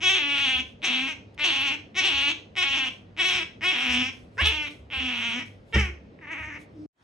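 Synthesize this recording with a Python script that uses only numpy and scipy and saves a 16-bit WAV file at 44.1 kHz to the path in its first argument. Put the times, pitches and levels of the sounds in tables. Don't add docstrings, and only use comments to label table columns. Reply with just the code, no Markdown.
import sys
import numpy as np
from scipy import signal
from scipy.fft import rfft, irfft, next_fast_len
from scipy.io import wavfile
from scipy.ndimage import uniform_filter1d

SR = 44100
rng = np.random.default_rng(int(sys.argv[2]) if len(sys.argv) > 2 else 0)


def voltage_ratio(decibels):
    exponent = np.asarray(decibels, float) / 20
    return 10 ** exponent


def log_audio(samples):
    frames = np.atleast_2d(samples).T
    limited = np.clip(frames, -1, 1)
    pcm = np.round(limited * 32767).astype(np.int16)
    wavfile.write(sys.argv[1], SR, pcm)


N = 310023


def evened(x):
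    return x / np.sqrt(np.mean(x ** 2) + 1e-20)


def read(points, hz):
    f, value = np.transpose(points)
    return np.interp(np.log(hz + 1), np.log(f + 1), value)


def add(mix, s, sound):
    part = mix[round(s * SR):][:len(sound)]
    part += sound[:len(part)]


def wander(count, knots, length):
    return [evened(signal.resample(row, length)) for row in rng.standard_normal((count, knots))]


def bump(t, s, half_s):
    return np.exp(-((t - s) / half_s) ** 2)


# (first lone click [s], steady beat from [s], last closing [s], first effort [dB], last effort [dB])
CALLS = [(.0055, 0.0087, .608, -24.5, -23.5), (0.8189, 0.826, 1.132, -26, -31),
         (1.3782, 1.3853, 1.751, -25, -27.5), (1.945, 1.9498, 2.32, -28.5, -22.5),
         (2.5543, 2.5628, 2.889, -27.5, -25), (3.166, 3.174, 3.435, -24.5, -27.5),
         (3.6093, 3.6152, 4.1, -26, -35), (4.3716, 4.379, 4.683, -24, -32),
         (4.902, 4.9094, 5.429, -29, -34.5), (5.7257, 5.7302, 5.9, -23.5, -39.5),
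         (6.19, 6.211, 6.581, -32.5, -42), (6.741, 6.752, 6.87, -85.5, -82.5)]
# (rise [s], lone click [dB], lips: treble against squeak [dB])
OPENINGS = [(0.041, 3.5, -19.5), (0.033, 5, -18.5), (0.045, 7.5, -20), (0.036, 2, -19.5), (0.032, 7, -19),
            (.037, 3.5, -19), (0.041, 7.5, -20.5), (0.03, -2.5, -22.5), (0.046, 8.5, -19.5),
            (0.028, 1.5, -23.5), (0.14, 18, -28), (0.047, 4.5, 8.5)]
# (hollow under the squeak [dB], ridge above it [dB], top edge [dB])
COLOURS = [(1, 0.5, -0.5), (0, -2.5, 1), (0.5, -2, 4), (0.5, -1, 4.5), (0.5, 0, 2), (1.5, -1, 1),
           (1, 2.5, 2), (0, -1, 1), (1, 1, 0.5), (4, 0.5, 0), (4.5, -6, -7), (0, 0, 0)]
BARED_TEETH_DB = [2.5, -1, 1.5, -1, -2, 2, 0.5, 7, -0.5, 6, 3.5, -12]
# (time [s], mouth [Hz], teeth [Hz], upper resonances [dB])
EARLY_JAW = [
    [(0.02, 2540, 5660, 4.5), (0.15, 2680, 6200, 6.5), (0.25, 2605, 5570, 3.5), (0.46, 2885, 6120, 2),
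     (0.61, 2790, 6050, 1)],
    [(0.83, 2560, 6000, 5.5), (0.932, 2730, 6000, 7.5), (1.13, 2570, 6000, -3)],
    [(1.385, 2345, 5550, 0.5), (1.457, 2930, 6100, 3.5), (1.719, 2790, 5800, -2), (1.75, 2620, 5960, -11)],
    [(1.95, 2250, 5700, 3.5), (2.04, 2910, 5850, 2.5), (2.32, 2820, 6100, 0)],
    [(2.56, 2350, 5560, 4.5), (2.732, 2810, 5900, 1), (2.89, 2850, 5900, -2.5)],
    [(3.17, 2450, 5400, 2.5), (3.256, 2730, 5950, 5.5), (3.435, 2510, 5400, 2.5)],
]
# (time [s], mouth [Hz], teeth [Hz], upper resonances [dB])
LATE_JAW = [
    [(3.61, 2200, 5200, -6.5), (3.666, 2620, 5560, 0.5), (3.85, 2620, 5730, -1), (3.992, 2820, 5570, -0.5),
     (4.1, 2545, 5620, -5)],
    [(4.378, 1690, 5510, -3), (4.4, 1854, 5300, 0), (4.438, 2810, 5600, 7.5), (4.498, 2890, 5920, 1.5),
     (4.638, 2550, 5720, -6.5), (4.68, 2400, 6060, 7.5)],
    [(4.905, 2440, 5200, 1.5), (4.989, 2870, 5600, -0.5), (5.249, 2500, 6110, 2), (5.291, 2670, 6020, 1.5),
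     (5.43, 2257, 5680, -0.5)],
    [(5.73, 2270, 5400, 3), (5.77, 2250, 5600, -3), (5.89, 2460, 5960, -10)],
    [(6.2, 2070, 5780, 3), (6.258, 2050, 6100, -14), (6.328, 2330, 6350, -20), (6.518, 2150, 6070, -11),
     (6.58, 2240, 5760, -3.5)],
    [(6.75, 2064, 5330, 3), (6.782, 2034, 5240, -2), (6.85, 2410, 5120, 2)],
]


def otter():
    voices, chest = np.zeros((2, N))
    for call, bared_db, jaw, opening, colour in zip(CALLS, BARED_TEETH_DB, EARLY_JAW + LATE_JAW, OPENINGS, COLOURS):
        s, (voice, hum) = squeak(*call, bared_db, jaw, *opening, *colour)
        add(voices, s, voice)
        add(chest, s, hum)
    return voices, chest


# (time [s], depth [0-1], half length [s])
JOLTS = [
    (4.473, 0.6, 0.018),
    (5.801, 0.2, 0.046),
]
STRONG_DB, DULL_PER_DB = -28.5, 2.2


def squeak(first, beat, last, first_db, last_db, bared_db, jaw, rise, click_db, lips_db,
           hollow_db, ridge_db, top_db):
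    start, end = first - .002, last + .004
    t = np.arange(start, end, 1 / SR)
    jaw_s, *jaw_paths = np.transpose(jaw)
    peak_hz, teeth_hz, upper_db = [np.interp(t, jaw_s, path) for path in jaw_paths]
    hz, hum_db, slips = notes(t)
    squeak_db, edge_db, lips_db = breath(t, hz, first_db, last_db, rise, lips_db)
    rough = roughness(t, end, slips)
    clicks, puffs, turns = folds(t, first, beat, last, hz, rough, click_db)
    drive = evened(clicks) + (.03 + .65 * rough ** 2) * puffs
    dull_db = DULL_PER_DB * min(first_db - STRONG_DB, 0)

    cavity = mouth(drive, 0.95 * peak_hz, upper_db, dull_db, (hollow_db, hollow_db, 0, ridge_db, top_db))
    hiss = drive + (.45 + .5 * rough) * puffs
    voice = (cavity + throat(drive)) / np.std(cavity) + voltage_ratio(lips_db) * evened(teeth(hiss, teeth_hz, bared_db))
    voice = signal.sosfilt(signal.butter(3, 520, "highpass", fs=SR, output="sos"), voice)
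    floor_hz = 70
    shake = sum(d * bump(t, s, half) * np.cos(2 * np.pi * floor_hz * (t - s)) for s, d, half in JOLTS)
    voice = voice * (1 + shake) * np.clip((end - t) / .004, 0, 1)
    chest = np.cos(2 * np.pi * turns) + .06 * np.cos(4 * np.pi * turns)
    hum = np.sqrt(2) * chest * voltage_ratio(hum_db + .5 * edge_db)
    fade = np.clip(np.minimum(t - start, end - t) / .0015, 0, 1)
    return start, np.array([voice * voltage_ratio(squeak_db), hum]) * fade


# (from [s], to [s])
MISSED_BEATS = [
    (2.305, 2.31),
    (6.259, 6.269),
]


def folds(t, first, beat, last, hz, rough, click_db):
    drift_luck, air = rng.standard_normal((2, len(t)))
    drift = evened(uniform_filter1d(uniform_filter1d(drift_luck, size=400), size=400))
    turns = np.cumsum(hz * (1 + (.004 + .035 * rough) * drift)) / SR
    turns = turns - np.interp(beat, t, turns)
    cycle = np.arange(0, int(np.interp(last, t, turns)) + 1)
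    place = np.interp(cycle, turns, np.arange(len(t)))
    at = place.astype(int)
    timing_luck, size_luck = rng.standard_normal((2, len(cycle)))
    place = place + .08 * rough[at] * timing_luck * SR / hz[at]
    size = voltage_ratio(7.5 * rough[at] * np.tanh(size_luck))
    for a, b in MISSED_BEATS:
        size = size * (abs(t[0] + place / SR - (a + b) / 2) > (b - a) / 2)
    place = np.append(place, (first - t[0]) * SR)
    size = np.append(size, voltage_ratio(click_db))

    taps = np.clip(place.astype(int)[:, None] + np.arange(-8, 9), 0, len(t) - 1)
    offset = taps - place[:, None]
    clicks = np.zeros(len(t))
    np.add.at(clicks, taps, size[:, None] * np.sinc(offset) * np.cos(np.pi * offset / 18) ** 2)
    puffs = evened((.25 + np.exp(-(turns % 1) / 0.9)) * air)
    return clicks, puffs * np.clip((t - first) / (beat - first), .2, 1), turns


# (start [s], first pitch [Hz], last pitch [Hz], chest hum [dB])
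HELD_NOTES = [(0.016, 319, 391.5, -50), (0.042, 376.3, 363, -45), (0.094, 385, 376.7, -45),
              (.186, 299.5, 292.5, -53.5), (.22, 287, 278.4, -47), (0.452, 270.5, 253.3, -48),
              (0.491, 264.9, 251.5, -61), (0.586, 263, 265, -42), (0.818, 317, 300.8, -49),
              (0.843, 404, 340.3, -54), (0.879, 244.7, 271, -44.5), (1.083, 323, 298.7, -59),
              (1.384, 293.2, 295.2, -54), (1.445, 395.8, 281, -49), (1.518, 272.7, 273.6, -52),
              (1.631, 290, 263.5, -46.5), (1.716, 300.3, 294.8, -48), (1.948, 332, 385.8, -50),
              (1.985, 385.8, 359.8, -46.5), (2.012, 277, 296.2, -50.5), (2.047, 389.6, 384.3, -44),
              (2.078, 381, 292.8, -53), (2.12, 285.4, 269.7, -47), (2.222, 281.6, 289, -47),
              (2.299, 328, 315, -45.5), (2.556, 375.2, 360.8, -50.5), (2.616, 342.7, 394, -53),
              (2.641, 279.3, 270, -52), (2.768, 315, 273.3, -48), (2.796, 268.3, 252.7, -53.5),
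              (3.168, 308.5, 324, -52), (3.194, 384.2, 362.4, -49), (3.223, 342, 324, -54),
               (3.245, 373.3, 361.6, -47), (3.395, 321.6, 324.8, -54.5), (3.613, 330, 312.7, -52.5),
               (3.631, 313.4, 339.7, -54.5), (3.644, 359, 378.8, -47.5), (3.726, 312.7, 287, -48),
               (3.752, 246.1, 256.9, -51), (3.852, 253.3, 244, -42), (3.937, 247.9, 248.9, -36.5),
               (4.032, 251.5, 268.7, -51.5), (4.369, 467, 433, -42.5), (4.383, 486.7, 594, -81.5),
               (4.411, 345, 318, -53.5), (4.448, 421.3, 451.8, -51.5), (4.51, 366.6, 287, -52.5),
               (4.533, 311.1, 287, -50.5), (4.899, 294, 311, -54), (4.927, 275.7, 255.3, -60.5),
               (5.001, 265, 247.7, -44.5), (5.125, 240, 236, -44.5), (5.199, 233.1, 235.4, -48.5),
               (5.291, 228.8, 253.7, -43), (5.399, 321, 319.8, -59), (5.723, 448.6, 464.4, -42.5),
               (5.756, 408.3, 370, -37.5), (5.772, 382, 455.5, -42), (5.793, 433, 403.3, -51.5),
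               (5.826, 384.6, 342, -50.5),
              (6.188, 360, 330.7, -57),
    (6.225, 315, 279.6, -55),
    (6.263, 277, 331, -60),
    (6.322, 331, 277.4, -52),
    (6.355, 267.4, 334.5, -58),
    (6.395, 317.3, 305, -62.5),
    (6.48, 316.6, 275.3, -53.5),
    (6.529, 292, 306.5, -55.5),
    (6.749, 328, 294.5, -49.5),
    (6.791, 304, 305, -43.5),
]
SLIP_S, SWELL_S = 0.00311, 0.01
SLIP_ROUGH = .2


def notes(t):
    rows = [row for row in HELD_NOTES if t[0] - .01 <= row[0] < t[-1]]
    s, first_hz, last_hz, hum_db = np.transpose(rows)
    ends = np.append(s[1:] - SLIP_S, t[-1])
    hz = np.interp(t, np.ravel([s, ends], "F"), np.ravel([first_hz, last_hz], "F"))
    held_db = hum_db[np.maximum(np.searchsorted(s, t) - 1, 0)]
    hum = uniform_filter1d(held_db, size=max(round(SWELL_S * SR), 1))
    big = s[1:][abs(np.log(first_hz[1:] / last_hz[:-1])) > .12]
    slips = SLIP_ROUGH * (abs(t[:, None] - np.append(big, -1)) < .008).any(1)
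    return hz, hum, slips


# (from [s], to [s], roughness [0-1])
HOARSE_SPELLS = [(.145, .19, .42), (.35, .41, .19), (.81, .89, .55), (.89, 1.0, .3), (1.37, 1.4, .7),
                 (1.435, 1.62, .32), (1.94, 1.966, .45), (2.01, 2.12, .3), (2.12, 2.22, .15),
                 (2.55, 2.575, .6), (2.725, 2.79, .22), (3.16, 3.185, .4), (3.28, 3.4, .4),
                 (3.6, 3.625, .4), (3.7, 3.82, .45), (3.82, 4.02, .27), (4.412, 4.44, .45),
                 (4.44, 4.495, .13), (4.495, 4.53, .25), (4.89, 4.92, .8), (5.0, 5.24, .33),
                 (5.3, 5.36, .25), (5.757, 5.775, .3), (5.79, 5.89, .1), (6.18, 6.25, .12), (2.3, 2.32, .3),
                 (6.35, 6.385, .12), (6.42, 6.5, .15), (6.5, 6.57, .26), (4.92, 5.0, .1), (1.62, 1.75, .1),
                 (1.4, 1.435, .08), (2.845, 2.89, .4)]
SPENT_S, SPENT_ROUGH = .018, .28


def roughness(t, end, slips):
    hoarse = sum(r * (t > a) * (t <= b) for a, b, r in HOARSE_SPELLS)
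    spent = SPENT_ROUGH * (t > end - SPENT_S)
    return .04 + uniform_filter1d(np.max([hoarse, slips, spent], axis=0), size=200)


# (time [s], level [dB], half length [s])
BREATH_PUSHES = [(0.094, 3, 0.028), (0.22, -2.5, 0.1), (0.474, 0.5, 0.069), (1.451, 2, 0.0087),
                 (0.85, 1, 0.014), (2.59, 2, 0.014), (1.677, 2.5, 0.023), (1.992, 5, 0.015),
                 (2.266, -1.5, 0.041), (2.628, 3.5, 0.013), (3.209, 3, 0.012), (3.259, 2, 0.012),
                 (3.69, 3, 0.0051), (3.364, 1, 0.02), (4.487, -1, 0.0048), (3.648, 2.5, .03),
                 (3.751, 0, 0.017), (3.956, 7.5, 0.16), (4.437, -2, 0.01), (4.444, -3, 0.012),
                 (4.461, 4.5, 0.025), (2.06, 3, 0.025), (2.285, 2.5, 0.011), (5.75, 1.5, 0.0097),
                 (5.794, 3.5, 0.0077), (0.31, -1, 0.037), (0.575, -1.5, 0.032), (0.97, 1.5, 0.048),
                 (1.096, -1, 0.013), (2.827, -1, 0.035), (3.389, 0, 0.024), (4.613, 0.5, 0.05),
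                 (6.297, -3, 0.011), (6.561, 4, 0.018), (4.951, 0.5, 0.015), (5.276, 4.5, 0.084),
                 (5.798, 2, 0.051), (6.199, -29, 0.008), (6.324, 4, 0.018), (6.432, 2.5, 0.055)]
RISE_DB, FALL_S, FALL_DB = -24, 0.042, -5
LIPS_PER_DB, LIPS_DB_PER_OCTAVE, LIPS_SHUT_DB = 1, 11, -2.5


def breath(t, hz, first_db, last_db, rise, lips_db):
    since, gone = t - t[0], (t - t[0]) / (t[-1] - t[0])
    push = sum(db * bump(t, s, half) for s, db, half in BREATH_PUSHES)
    edge_db = RISE_DB * np.clip(1 - since / rise, 0, 1) ** 2
    edge_db = edge_db + FALL_DB * np.clip(1 - (t[-1] - t) / FALL_S, 0, 1)
    squeak_db = first_db + (last_db - first_db) * gone + push + edge_db
    rise_octaves = np.clip(np.log2(uniform_filter1d(hz, size=900) / 280), -.3, .45)
    lips = lips_db + LIPS_PER_DB * push + LIPS_DB_PER_OCTAVE * rise_octaves
    return squeak_db, edge_db, lips + LIPS_SHUT_DB * np.exp(-(since / rise) ** 2 * 2)


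def resonate(x, hz, width):
    turn = np.exp(2j * np.pi * np.cumsum(hz * np.ones(len(x))) / SR)
    r = np.exp(-np.pi * width / SR)
    once = signal.lfilter([1 - r], [1, -r], x / turn)
    return 2 * (turn * signal.lfilter([1 - r], [1, -r], once)).real


# (factor on mouth frequency [ratio], width [Hz], level [dB])
MOUTH_MODES = [(.68, 643, -1), (.84, 705, 7), (1.03, 865, 14.5), (1.27, 459, 10), (1.5, 829, 1)]
SWAY_DB, DULL_EDGE_HZ_PER_DB = 1.5, 40


def mouth(drive, mouth_hz, upper_db, dull_db, colour_db):
    steady_hz = np.sqrt(mouth_hz * 2700)
    sway = wander(len(MOUTH_MODES), 16, len(drive))
    out = 0
    for n, (factor, width, db) in enumerate(MOUTH_MODES):
        level_db = db + colour_db[n]
        if n > 2:
            level_db = level_db + dull_db + upper_db
        if n != 2:
            level_db = level_db + SWAY_DB * sway[n]
        hz = factor * (mouth_hz if n < 3 else steady_hz)
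        out = out + (-1) ** n * voltage_ratio(level_db) * resonate(drive, hz, width)
    edge_hz = 4044.0 + DULL_EDGE_HZ_PER_DB * max(dull_db, -25)
    return signal.sosfilt(signal.butter(5, edge_hz, fs=SR, output="sos"), out)


# (frequency [Hz], width [Hz], level [dB])
THROAT_MODES = [(1067, 660, -8.5), (1518, 1110, -1)]


def throat(drive):
    out = sum(voltage_ratio(db) * resonate(drive, hz, width) for hz, width, db in THROAT_MODES)
    return signal.sosfilt(signal.butter(2, 2400, fs=SR, output="sos"), out)


# (frequency [Hz], width [Hz], level [dB])
TEETH_MODES = [(5700, 1300, 10), (6760, 530, -5), (7890, 440, -2), (10980, 2500, -11), (14300, 2400, -28.5)]


def teeth(hiss, teeth_hz, bared_db):
    out = 0
    for (f, width, db), v in zip(TEETH_MODES, wander(len(TEETH_MODES), 14, len(hiss))):
        hz = f * (1 + .01 * v)
        level_db = db + 2.4 * v
        if f < 7000:
            hz = hz * teeth_hz / 5800
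        if f > 9000:
            level_db = level_db + bared_db + 3 * v
        out = out + voltage_ratio(level_db) * resonate(hiss, hz, max(width, 600))
    return signal.sosfilt(signal.butter(3, 4900, "highpass", fs=SR, output="sos"), out)


# (time [s], boom [dB], knock [dB])
LANDINGS = [(0.56, -38.5, -66.5), (1.37, -49, -76), (2.146, -40, -72), (2.695, -45, -77), (3.349, -46, -57),
            (3.9, -37.5, -61.5), (4.168, -50, -79), (4.423, -21.5, -50.5), (4.799, -42.5, -76),
            (4.974, -35, -65), (5.752, -19, -47), (5.768, -21, -34), (6.404, -40.5, -68)]
# (frequency [Hz], level [dB], t60 [s])
FLOOR_MODES = [(70.7, -4, 0.4), (58.3, -18, 0.45)]
# (frequency [Hz], level [dB], t60 [s])
BOARD_MODES = [(122, 6.5, 0.23), (206, 7.5, 0.25), (330, 7.5, 0.1), (553, 2, 0.092)]


def paws():
    t, out = np.arange(SR // 2) / SR, np.zeros(N)
    for s, boom_db, knock_db in LANDINGS:
        for level_db, modes, rise_s in ((boom_db, FLOOR_MODES, .008), (knock_db, BOARD_MODES, .001)):
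            ring = sum(voltage_ratio(db - 60 * t / t60) * np.sin(2 * np.pi * hz * t) for hz, db, t60 in modes)
            add(out, max(s - .01, 0), voltage_ratio(level_db) * ring * (1 - np.exp(-t / rise_s)))
    return out


# (time [s], level [dB])
GASP_TIMES = [
    (.66, -71.5),
    (1.18, -86),
    (1.798, -76.5),
    (2.37, -71.5),
    (2.929, -63.5),
    (3.47, -69.5),
    (4.13, -64.5),
    (4.711, -56),
    (5.46, -60),
]
# (time [s], level [dB], half length [s])
HISS_SWELLS = [(0.7, -74.5, 0.033), (1.347, -61.5, 0.0037), (1.5, -67.5, 0.015), (4.4, -66.5, 0.064),
               (4.2, -70.5, 0.068), (5.72, -66.5, 0.046), (4.402, -63.5, .008), (1.975, -66, 0.0066),
               (2.575, -67.5, .006), (6.618, -59, 0.027), (6.811, -78, 0.14)]
# (frequency [Hz], level [dB per Hz])
GASP_HISS = [(1500, -29.5), (3500, -3.5), (5000, -11.5), (8000, -10), (11500, -7.5), (16000, -18.5)]
GASP_DB_PER_S = -170


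def gasps():
    t, level = np.arange(N) / SR, np.zeros(N)
    for s, db in GASP_TIMES:
        level += np.clip((t - s) / .016 + 1, 0, 1) * voltage_ratio(db + GASP_DB_PER_S * np.maximum(t - s, 0))
    for s, db, half in HISS_SWELLS:
        level += voltage_ratio(db) * bump(t, s, half)
    return level * noise(GASP_HISS, patchy_db=2.5)


# (frequency [Hz], left-right likeness [-1 to 1])
LIKENESS = [(60, 0.81), (170, 0.63), (510, -0.036), (1470, -0.69), (4250, 0.44), (12300, -0.39)]


def noise(spectrum, patchy_db):
    hz = np.fft.rfftfreq(1024, 1 / SR)
    a, b, c, d, patches = rng.standard_normal((N // 256 + 9, 513, 5)).T
    patches = evened(uniform_filter1d(uniform_filter1d(patches, size=10, axis=0), size=12, axis=1))
    same = np.clip(read(LIKENESS, hz), -1, 1)[:, None]
    left = a + 1j * b
    right = same * left + np.sqrt(1 - same ** 2) * (c + 1j * d)
    z = np.array([left, right]) * voltage_ratio(read(spectrum, hz)[:, None] + patchy_db * patches)
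    return evened(signal.istft(z, nperseg=1024, noverlap=768)[1][:, 512:][:, :N])


# (frequency [Hz], level [dB])
DIFFERENCE_DB = [(60, -30), (200, -21), (600, -1), (1500, -8.5), (2500, -4), (5600, -4.5), (10500, -5),
                 (15000, 0)]
# (frequency [Hz], phase [radians])
DIFFERENCE_LEAD = [(100, -2.5), (600, 1.5), (1300, 1.5), (2800, -1), (5600, -0.65), (12000, -1)]
# (delay [s], sum [dB], difference [dB])
EARLY_ECHOES = [(.0011, -20, -15), (.0027, -20.5, -18.5), (.0063, -11.5, -3.5), (0.012, -13, -4.5)]


def ports(x):
    size = next_fast_len(N + 4096)
    hz = np.fft.rfftfreq(size, 1 / SR)
    both, apart = 1 + sum(voltage_ratio(np.array([[sum_db], [diff_db]])) * np.exp(-2j * np.pi * hz * s)
                          for s, sum_db, diff_db in EARLY_ECHOES)
    apart = apart * voltage_ratio(read(DIFFERENCE_DB, hz)) * np.exp(1j * read(DIFFERENCE_LEAD, hz))
    return irfft(rfft(x, size) * np.array([both + apart, both - apart]), size)[:, :N]


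# (frequency [Hz], t60 [s])
ROOM_T60 = [(100, 0.5), (500, 0.37), (2500, 0.3), (6000, 0.34), (12000, 0.26)]


def room(x):
    taps = np.zeros((2, SR))
    at = np.arange(500, SR - 20, 20) + rng.integers(0, 20, (2, (SR - 501) // 20))
    np.put_along_axis(taps, at, rng.choice([-1., 1.], at.shape), 1)
    hz, t, z = signal.stft(taps, SR, nperseg=256)
    tail = signal.istft(z * voltage_ratio(-60 * t / read(ROOM_T60, hz)[:, None]), SR, nperseg=256)[1]
    return signal.fftconvolve(x[None], tail / np.linalg.norm(tail[0]), axes=1)[:, :N]


# (frequency [Hz], level [dB per Hz])
ROOM_AIR = [(15, -40.5), (25, -21), (85, -5), (147, -6.5), (230, -4), (306, -9), (477, -6.5), (991, -18.5),
            (2600, -25), (3850, -32), (12800, -55), (16600, -99.5), (22000, -120)]


def room_air():
    return voltage_ratio(-56) * noise(ROOM_AIR, patchy_db=1.3)


# (frequency [Hz], level [dB])
MOTOR_LINES = [(100, -65.5), (200, -75.5), (248, -78.5)]


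def motor():
    t = np.arange(N) / SR
    return sum(np.sqrt(2) * voltage_ratio(db + 3.6 * w) * np.sin(2 * np.pi * hz * t + 0.8 * w)
               for (hz, db), w in zip(MOTOR_LINES, wander(len(MOTOR_LINES), 60, N)))


# (time [s], level [dB])
NEXT_FADE = [
    (6.93, -100),
    (6.96, -82),
    (6.99, -71),
    (7.03, -65),
]
# (frequency [Hz], level [dB per Hz])
NEXT_ROOM_AIR = [(40, -6), (200, -4), (900, -6), (2500, -14), (6000, -22), (13000, -28), (16600, -60)]


def next_room():
    t = np.arange(N) / SR
    s, db = np.transpose(NEXT_FADE)
    return voltage_ratio(np.interp(t, s, db)) * (t > s[0]) * noise(NEXT_ROOM_AIR, patchy_db=3.0)


# (time [s], left minus right [dB])
OTTER_PAN = [(0, -5), (2.2, -5), (3.2, -5.5), (5.2, -7.5), (7.0, -6)]
CUT_S, ROOM_DB = 6.862, -8
CHEST_WET_DB = 3.5


def scene():
    voices, chest = otter()
    t = np.arange(N) / SR
    turn = voltage_ratio(np.interp(t, *np.transpose(OTTER_PAN)) / 2)
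    first = voltage_ratio(-2.0) * ports(voices + chest) * np.array([turn, 1 / turn])
    first = first + voltage_ratio(ROOM_DB) * room(voices + voltage_ratio(CHEST_WET_DB) * chest)
    first = first + paws() * voltage_ratio(np.array([[-.6], [.6]])) + gasps()
    first = first + room_air() + motor()
    return first * np.clip((CUT_S - t) / 0.0025, 0, 1) + next_room()


# (frequency [Hz], level under the loudest band [dB])
MASK_LIMIT = [(4000, -70), (4900, -46), (5500, -60), (7500, -47), (8300, -55), (9400, -47), (10500, -53),
              (11500, -50), (12500, -52)]


def masked(x):
    hz, _, z = signal.stft(x, SR, nperseg=1024, noverlap=768)
    power = uniform_filter1d(uniform_filter1d(abs(z) ** 2, size=7, axis=0), size=6, axis=1)
    whim = rng.standard_normal(z.shape)
    whim = evened(uniform_filter1d(uniform_filter1d(whim, size=5, axis=0), size=20, axis=1))
    limit = power[hz > 1000].max(0) * voltage_ratio(read(MASK_LIMIT, hz)[:, None] + 4 * whim) ** 2
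    keep = (power > limit) | (hz[:, None] < 4000)
    return signal.istft(z * keep, SR, nperseg=1024, noverlap=768)[1][:N]


def low_pass(x):
    return signal.sosfilt(signal.butter(12, 15800, fs=SR, output="sos"), x)


# (frequency [Hz], level [dB])
SUM_DB = [(100, 7.5), (4400, 1), (4600, 2), (4800, -0.5), (5000, 3.5), (5300, 1), (9000, 0.5),
          (11200, -8.5), (12300, -16), (13000, -47.5), (22000, -60.5)]
# (frequency [Hz], level [dB])
APART_DB = [(100, 0), (6000, 0), (6400, -40), (9800, -30), (10500, 0)]


def record(dry):
    both, apart = (dry[0] + dry[1]) / 2, (dry[0] - dry[1]) / 2
    hz = np.fft.rfftfreq(N, 1 / SR)
    gain = voltage_ratio(np.array([read(SUM_DB, hz), read(APART_DB, hz)]))
    both, apart = irfft(rfft([both, apart]) * gain, N)
    mix = masked(both) + np.array([apart, -apart])
    mix = signal.sosfilt(signal.butter(3, 42, "highpass", fs=SR, output="sos"), mix)
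    return low_pass(mix)


dry = scene()
out = record(dry)
log_audio(out)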